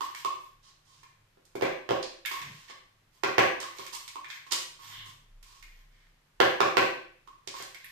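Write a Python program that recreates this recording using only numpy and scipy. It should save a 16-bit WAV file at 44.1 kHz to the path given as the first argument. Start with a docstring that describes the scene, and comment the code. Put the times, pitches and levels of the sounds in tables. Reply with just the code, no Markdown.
"""Over faint hiss, rumble and drone, a metal spoon scrapes yogurt from a small plastic cup by stick-slip
friction. The cup's air pops at its resonance, and its thin wall buckles with a snap. Light knocks on a
plastic mixing bowl lead to two hard ones after 3 s, which ring the bowl's modes. More scraping follows,
then three hard knocks from 6.4 s clean the spoon, and a few last snaps and scrapes close the scene.
A bare kitchen reverberates throughout."""
import sys
import numpy as np
from scipy import signal
from scipy.fft import rfft, irfft, next_fast_len
from scipy.io import wavfile
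from scipy.ndimage import uniform_filter1d

SR = 44100
rng = np.random.default_rng(int(sys.argv[2]) if len(sys.argv) > 2 else 0)


def persist_wave(psi):
    """Save psi, clipped to +-1, as 16-bit WAV."""
    counts = np.round(np.clip(psi, -1, 1) * 32767).astype(np.int16)
    wavfile.write(sys.argv[1], SR, np.atleast_2d(counts).T)


N = 349138
T = np.arange(SR // 4) / SR  # time axis of one short event, in seconds
TAP = np.eye(1, len(T))[0]  # unit impulse


def undb(db):
    """Decibels to amplitude gain."""
    return 10 ** (np.asarray(db) / 20)


def along(points, hz):
    """Interpolation of (Hz, value) rows on a log-frequency axis."""
    f, v = np.transpose(points)
    return np.interp(np.log(hz + 1), np.log(f), v)


def between(ends, share):
    """Linear interpolation between two ends as the share goes from 0 to 1."""
    return ends[0] + (ends[1] - ends[0]) * np.clip(share, 0, 1)


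def unit(x):
    """Normalisation to rms 1."""
    return x / np.sqrt(np.mean(x ** 2))


def blow(x, db):
    """Normalisation to the energy of 5 ms at the given level."""
    return x * undb(db) * np.sqrt(.005 * SR / np.sum(x ** 2))


def add(track, s, x):
    """Superposition of x on the track at s seconds."""
    i = max(int(s * SR), 0)
    x = x[:max(len(track) - i, 0)]
    track[i:i + len(x)] += x


def shape(x, gain):
    """Linear filtering: the spectrum is multiplied by gain(f)."""
    n = x.shape[-1]
    size = next_fast_len(n + 2048)
    return irfft(rfft(x, size) * gain(np.fft.rfftfreq(size, 1 / SR)), size)[..., :n]


def colour(x, points):
    """Minimum-phase filtering by (Hz, dB) rows."""
    def response(f):
        cepstrum = irfft(np.log(undb(along(points, f))))
        cepstrum[1:len(f) - 1] *= 2
        cepstrum[len(f):] = 0
        return np.exp(rfft(cepstrum))
    return shape(x, response)


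def resonance(f, hz, width):
    """Response of a damped oscillator, gain 1 at its centre."""
    return 1j * f * width / (hz ** 2 - f ** 2 + 1j * f * width)


def ring(x, modes, order=1):
    """Modal superposition: x drives (Hz, width, dB) modes; order 2 steepens their flanks."""
    return shape(x, lambda f: sum(undb(db) * resonance(f, hz, width) ** order for hz, width, db in modes))


# Each row: frequency in Hz, correlation between the two microphones.
COHERENCE = [(70, .97), (180, .82), (380, .45), (700, -.2), (1200, .3), (2400, -.1), (4000, 0)]

def diffuse(noise):
    """Diffuse-field coherence: two close microphones hear nearly the same bass but unlike treble."""
    mid = shape(noise[0], lambda f: np.sqrt((1 + along(COHERENCE, f)) / 2))
    side = shape(noise[1], lambda f: np.sqrt((1 - along(COHERENCE, f)) / 2))
    return np.array([mid + side, mid - side])


def swelling(rest_db, swells):
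    """Amplitude envelope: Gaussian swells on a resting gain."""
    t = np.arange(N) / SR
    return undb(rest_db) + sum(undb(db) * np.exp(-((t - s) / width) ** 2) for s, width, db in swells)


# Each row: frequency in Hz, relative spectral density in dB.
HISS_SPECTRUM = [(20, -7.5), (60, -9), (150, -10.5), (260, -15), (700, -14.5), (2000, -14.5), (6000, -23.5),
                 (10000, -28.5), (14500, -29)]
# Each row: frequency in Hz, bandwidth in Hz, gain in dB.
DRONE_MODES = [(105.16, 1.1, 10.5), (140, 13, -0.5)]
# Each row: peak time in seconds, half width in seconds, level in dB.
RUMBLE_SWELLS = [(5.6, 0.42, -58)]
DRONE_SWELLS = [(1.199, 0.18, -76), (2.5, .08, -51), (5.03, 0.18, -64.5)]

def background(hiss_db, rumble_db, drone_db):
    """Filtered noise: broadband room hiss, a narrowband rumble through the walls and a low drone."""
    hiss = unit(shape(diffuse(rng.standard_normal((2, N))), lambda f: undb(along(HISS_SPECTRUM, f))))
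    rumble = unit(shape(rng.standard_normal(N), lambda f: resonance(f, hz=30, width=5.1) ** 2))
    rumble *= swelling(rumble_db, RUMBLE_SWELLS)
    drone = unit(ring(rng.standard_normal(N), DRONE_MODES))
    drone *= swelling(drone_db, DRONE_SWELLS)
    return undb(hiss_db) * hiss + rumble + drone


def slips(size, spread_db):
    """Stick-slip excitation: dense clicks, mostly small, a few large."""
    clicks = rng.standard_normal(size)
    strength_db = spread_db * np.minimum(rng.exponential(size=size), 5)
    return unit(clicks * undb(strength_db))


def plastic(x, hz, fizz_db, q):
    """Forced vibration of thin plastic: a wall resonance and a broad fizz above it."""
    wall = shape(x, lambda f: resonance(f, hz, hz / q) ** 2)
    fizz = shape(x, lambda f: resonance(f, hz=14020, width=15000) ** 2)
    return unit(wall) + undb(fizz_db) * unit(fizz)


# Modes of the cup's air and wall. 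Each row: frequency in Hz, bandwidth in Hz, gain in dB.
AIR_MODES = [(357, 180, -18), (583, 99, -19.5), (992, 110, -3), (1070, 100, 6), (3000, 1500, -26)]
WALL_MODES = [(1880, 500, -4), (2170, 560, 0), (3200, 700, -9)]
# Each row: start in seconds, length in seconds, level in dB, flex from 0 (stiff rim) to 1 (soft wall),
# grit in relative dB.
SPOON_STROKES = [(0, 0.067, -45, 0.6, -3.5), (0.146, .079, -49, .4, -3.5), (0.367, 0.13, -65, 0.2, -2),
                 (0.609, .11, -60.5, 0.2, -16), (0.814, 0.25, -64.5, .1, -12.5), (2.289, 0.2, -53, 1, -3),
                 (2.424, 0.28, -58, 0.42, -7.5), (2.672, 0.049, -50, .85, -12.5),
                 (3.112, 0.088, -67.5, 0, -5), (3.592, 0.058, -43, 0.74, -8),
                 (3.722, 0.19, -51, 0.53, -2.5), (3.922, 0.034, -37, 0.03, -8.5),
                 (4.256, 0.13, -52, 0.79, -4), (4.506, 0.024, -31, 0.38, -12),
                 (4.769, 0.23, -51, 0.5, -3.5), (4.887, .17, -51.5, 0.96, -31.5),
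                 (5.026, 0.098, -55, 0, -6.5), (5.418, 0.22, -60, 0.16, -9), (5.661, .19, -68.5, 0.7, -2.5),
                 (5.867, 0.25, -73, .98, -7.5), (7.537, 0.099, -44.5, 0.58, -5),
                 (7.759, 0.23, -61.5, 0.5, -21)]

def scrapes():
    """Stick-slip friction rasps and drives the cup's modes: more air at the rim, more wall where soft."""
    out = np.zeros(N)
    rasp_hz, air_db, wall_db = (4770, 2980), (-5.5, -11), (-27.5, -2)  # each from rim to soft wall
    for s, length, db, flex, grit_db in SPOON_STROKES:
        size = int(length * SR)
        pressure = unit(uniform_filter1d(rng.standard_normal(size), 300, mode="wrap"))
        drag = slips(size, spread_db=1.5) * undb(1.8 * pressure)
        air = unit(ring(drag, AIR_MODES, order=2)) * undb(between(air_db, flex))
        wall = unit(ring(drag, WALL_MODES, order=2)) * undb(between(wall_db, flex))
        # a dry, gritty stroke is broadband; a wet one keeps to a narrow rasp
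        rasp = plastic(drag, between(rasp_hz, flex), grit_db, q=0.37 * undb(-.55 * grit_db))
        add(out, s, (rasp + air + wall) * signal.windows.tukey(size, .6) * undb(db))
    return out


def burst(decay_s):
    """Broadband transient: a decaying flurry of clicks with a whitened spectrum."""
    spectrum = rfft(slips(len(T), spread_db=5.0) * np.exp(-T / decay_s))
    return irfft(spectrum / np.abs(spectrum), len(T)) * np.exp(-T / (2 * decay_s))


def cup_tap(modes, db, rub_s, rub_db):
    """Impulsive excitation: a tap and a brief rub drive one set of the cup's modes."""
    rub = blow(burst(rub_s), rub_db) * np.sqrt(rub_s / 0.018)
    return blow(ring(blow(TAP, 0) + rub, modes, order=2), db)


def crackle(db, decay_s, hz, fizz_db):
    """Transient response of plastic to a burst of clicks; less fizz goes with a narrower resonance."""
    return blow(plastic(burst(decay_s), hz, fizz_db, q=0.29 * undb(-.65 * fizz_db)), db)


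# Each row: start in seconds, level in dB, decay time of the rub in seconds.
AIR_POPS = [(.007, -24.5, 0.0035), (.247, -20, 0.0048), (1.03, -50.5, 0.0044), (2.312, -29, 0.052),
            (2.698, -43, 0.017), (3.629, -33, 0.0059), (3.794, -38, 0.0055), (4.156, -32, 0.003),
            (4.465, -44.5, 0.043), (4.5187, -28, 0.015), (4.791, -47, .02), (5.062, -51, 0.017),
            (7.274, -42.5, 0.0056), (7.54, -35, 0.0097)]

def pops(detune):
    """Cavity resonance: the cup's air pops at a varying pitch; a longer rub crackles more."""
    out = np.zeros(N)
    for s, db, rub_s in AIR_POPS:
        pitch = 1 + detune * rng.standard_normal()
        modes = [(hz * pitch, width, mode_db) for hz, width, mode_db in AIR_MODES]
        add(out, s, cup_tap(modes, db, rub_s, rub_db=-5.5))
        rub_gain = np.sqrt(rub_s / .01)  # energy grows in proportion to the rub's duration
        add(out, s, rub_gain * crackle(db - 11, rub_s, hz=3670, fizz_db=-7.5))
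    return out


# Each row: start in seconds, level in dB, flex from 0 (stiff rim) to 1 (soft wall), fizz in relative dB.
WALL_SNAPS = [(.147, -39, 0.76, -7), (1.032, -54, 0.75, -8), (1.451, -56.5, .02, -13.5),
              (1.554, -43, 0.7, -4), (1.621, -38.5, 0.97, -5.5), (1.652, -43, .98, -11),
              (2.026, -32.5, 0.56, -23.5), (2.25, -43, 1, -18), (2.257, -28, .78, -0.5),
              (2.416, -41, 0.79, -10), (3.601, -35, 0.26, -14), (3.784, -39, 0.63, -17),
              (3.864, -38.5, 0.57, -9.5), (3.948, -34.5, 0.24, -10.5), (4.078, -37.5, 0.52, -9.5),
              (4.244, -49.5, 1, -7), (4.301, -40.5, 0.84, -11), (4.520, -19.5, 0.45, -12),
              (5.427, -48.5, 0.48, -7), (5.625, -47.5, 0.79, -6), (7.474, -33, 0.51, -16.5),
              (7.623, -39, .1, -14), (7.745, -43.5, 0.81, -5), (7.843, -43, 0.79, 33)]

def snaps(decay_s, rub_s):
    """Buckling jolts the cup's wall and air: a softer spot crackles lower and ticks louder."""
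    out = np.zeros(N)
    crackle_hz, tick_db = (6020, 3180), (-37, 10.5)  # each from rim to soft wall
    for s, db, flex, fizz_db in WALL_SNAPS:
        add(out, s, crackle(db, decay_s, between(crackle_hz, flex), fizz_db))
        add(out, s, cup_tap(WALL_MODES, db + between(tick_db, flex), rub_s, rub_db=3.5))
        add(out, s, cup_tap(AIR_MODES, db - 14, rub_s, rub_db=-25.0))
    return out


# Each row: frequency in Hz, bandwidth in Hz, gain in dB.
BOWL_MODES = [(117, 36, -33.5), (178, 78, -10.5), (280, 13, -2.5), (356.7, 22, 5), (387.4, 34.5, 7),
              (509.2, 52, 8.5), (541, 7.6, 0.5), (631, 25, -3), (613, 9, -8), (787, 33, 9.5),
              (1014, 72, -8), (1106, 97, 13.5), (1170, 40, -4), (1244, 35, 2), (1385, 26, 9),
              (1547, 47, 8.5), (1630, 45, 5), (1704, 70, 3.5), (1910, 130, 0.5), (1950, 220, -14)]
# Each row: frequency in Hz, gain of the contact crack in dB.
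CRACK_SPECTRUM = [(50, -30), (120, -3.5), (220, -14), (400, 0), (1000, -0.5), (2000, -1), (3100, -1.5),
                  (4300, -6.5), (6000, -11), (8000, -21), (10500, -27.5), (14000, -22)]
# Each row: start in seconds, level in dB, bass in dB relative to that level.
BOWL_KNOCKS = [(.249, -47.5, 7), (1.371, -66.5, 8.5), (1.5528, -47.5, 17.5), (1.61, -30.5, -5),
               (1.623, -34, 15), (1.655, -32.5, 2.5), (1.8898, -29, 1), (1.907, -26, 6.5), (2.697, -55, 2),
               (3.2348, -20, -4), (3.3813, -13, -6), (3.789, -53, 9.5), (4.522, -41, 0), (6.4017, -13, -1),
               (6.604, -15.5, -5.5), (6.769, -12.5, -4.5), (7.473, -47, 4), (7.601, -43.5, -3.5)]

def bowl(spread_db, detune, contact_s, crack_s):
    """Impact excitation: each knock and its rebound crack at the contact and ring the bowl's modes."""
    out = np.zeros(N)
    force = T * np.exp(-T / contact_s)
    split_hz, rebound_s, rebound_db, rebound_bass_db = 700, .05, -15, 6
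    rebounds = [(s + rebound_s, db + rebound_db, rebound_bass_db) for s, db, _ in BOWL_KNOCKS]
    for s, db, bass_db in BOWL_KNOCKS + rebounds:
        # every blow lands on another spot and loads the wall differently
        modes = [(hz * (1 + detune * rng.standard_normal()), width,
                  mode_db + spread_db * rng.standard_normal()) for hz, width, mode_db in BOWL_MODES]
        low = blow(ring(force, [m for m in modes if m[0] < split_hz]), db + bass_db)
        high = blow(ring(force, [m for m in modes if m[0] >= split_hz]), db)
        crack = blow(colour(burst(crack_s), CRACK_SPECTRUM), db - 3.5 + 0.1 * bass_db)
        add(out, s, low - high + crack)
    return out


# Each row: frequency in Hz, amplitude in dB relative to the knock.
SPOON_MODES = [(2385, -37.5), (3182, -45)]

def spoon(t60_s):
    """Damped free vibration: the metal spoon rings faintly after each knock."""
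    out, t = np.zeros(N), np.arange(SR) / SR
    tone = sum(undb(db) * np.sin(2 * np.pi * hz * t) for hz, db in SPOON_MODES)
    tone *= np.exp(-np.log(1000) * t / t60_s)
    for s, db, _ in BOWL_KNOCKS:
        add(out, s, undb(db) * tone)
    return out


def scatter(x, spread_s):
    """Multiple reflection inside the bowl gives each frequency a small group delay."""
    def response(f):
        knots_hz = np.arange(0, SR / 2, 250)
        delay = np.interp(f, knots_hz, rng.uniform(0, spread_s, len(knots_hz)))
        return np.exp(-2j * np.pi * np.cumsum(delay) * f[1])
    return shape(x, response)


# Each row: frequency in Hz, reverberation time in seconds.
ECHO_T60 = [(100, 0.39), (350, 0.4864), (1000, 0.4561), (2500, 0.545), (6000, 0.4444), (14000, 0.4356)]
# Each row: frequency in Hz, gain in dB.
ECHO_COLOUR = [(100, -1.5), (1000, 1), (4000, -0.92), (14000, 0.19)]

def reverberation(echo_db, build_s):
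    """A diffuse field builds up, then decays exponentially at each band's own rate."""
    t = np.arange(SR) / SR
    noise = rng.standard_normal((2, SR))
    # many overlapping room modes share the energy evenly over frequency
    power = uniform_filter1d(np.abs(rfft(noise * np.exp(-12 * t))) ** 2, 30)
    field = diffuse(unit(irfft(rfft(noise) / np.sqrt(power), SR)))
    tail = 0
    for centre_hz, t60 in ECHO_T60:
        weights = [(hz, hz == centre_hz) for hz, _ in ECHO_T60]
        band = shape(field, lambda f: along(weights, f) * undb(along(ECHO_COLOUR, f)))
        tail += band * np.exp(-np.log(1000) * t / t60)
    return tail * (1 - np.exp(-t / build_s)) * undb(echo_db)


# Each row: delay in seconds, left gain, right gain.
EARLY_REFLECTIONS = [(.0022, 0.15, 0.38), (.0082, 0.27, 0.088), (0.0101, 0.5, 0.23), (0.0158, 0.19, 0.34)]
# The left microphone's direct path around the recorder's body, and its overall treble shading.
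# Each row: frequency in Hz, gain in dB.
LEFT_DIFFRACTION = [(200, -13), (500, 4.5), (1100, -17), (3000, -22), (12000, -15)]
LEFT_SHADOW = [(200, 2), (700, -4), (2400, 3), (4400, -1.5), (8000, -2), (11000, -8.5), (14000, -16)]

def kitchen(x):
    """Convolution with the room response: direct sound from the right, reflections, reverberation."""
    response = reverberation(echo_db=-28, build_s=.005)
    lag = 26  # samples by which the left microphone hears it later
    add(response[0], lag / SR, colour(TAP, LEFT_DIFFRACTION))
    response[1, 0] += 1
    for s, left, right in EARLY_REFLECTIONS:
        response[0, int(s * SR) + lag] += left
        response[1, int(s * SR)] += right
    left, right = signal.fftconvolve(x[None], response, axes=1)[:, :N]
    return np.array([shape(left, lambda f: undb(along(LEFT_SHADOW, f))), right])


def scene():
    """Superposition: bowl, spoon and cup radiate from one spot on the counter into the room."""
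    knocks = bowl(spread_db=2, detune=.01, contact_s=.00005, crack_s=.0016)
    cup = pops(detune=0.011) + snaps(decay_s=0.006, rub_s=0.0085) + scrapes()
    sources = scatter(knocks + spoon(t60_s=0.49) + cup, spread_s=.0016)
    return kitchen(sources) + background(hiss_db=-69.5, rumble_db=-72.5, drone_db=-74.5)


def record(dry):
    """Soft saturation rounds the hardest peaks, and a steep low-pass filter cuts the top."""
    ceiling, top_hz = .8, 14450
    lowpass = signal.ellip(12, .2, 70, top_hz, fs=SR, output="sos")
    return signal.sosfilt(lowpass, ceiling * np.tanh(dry / ceiling))


dry = scene()
out = record(dry)
persist_wave(out)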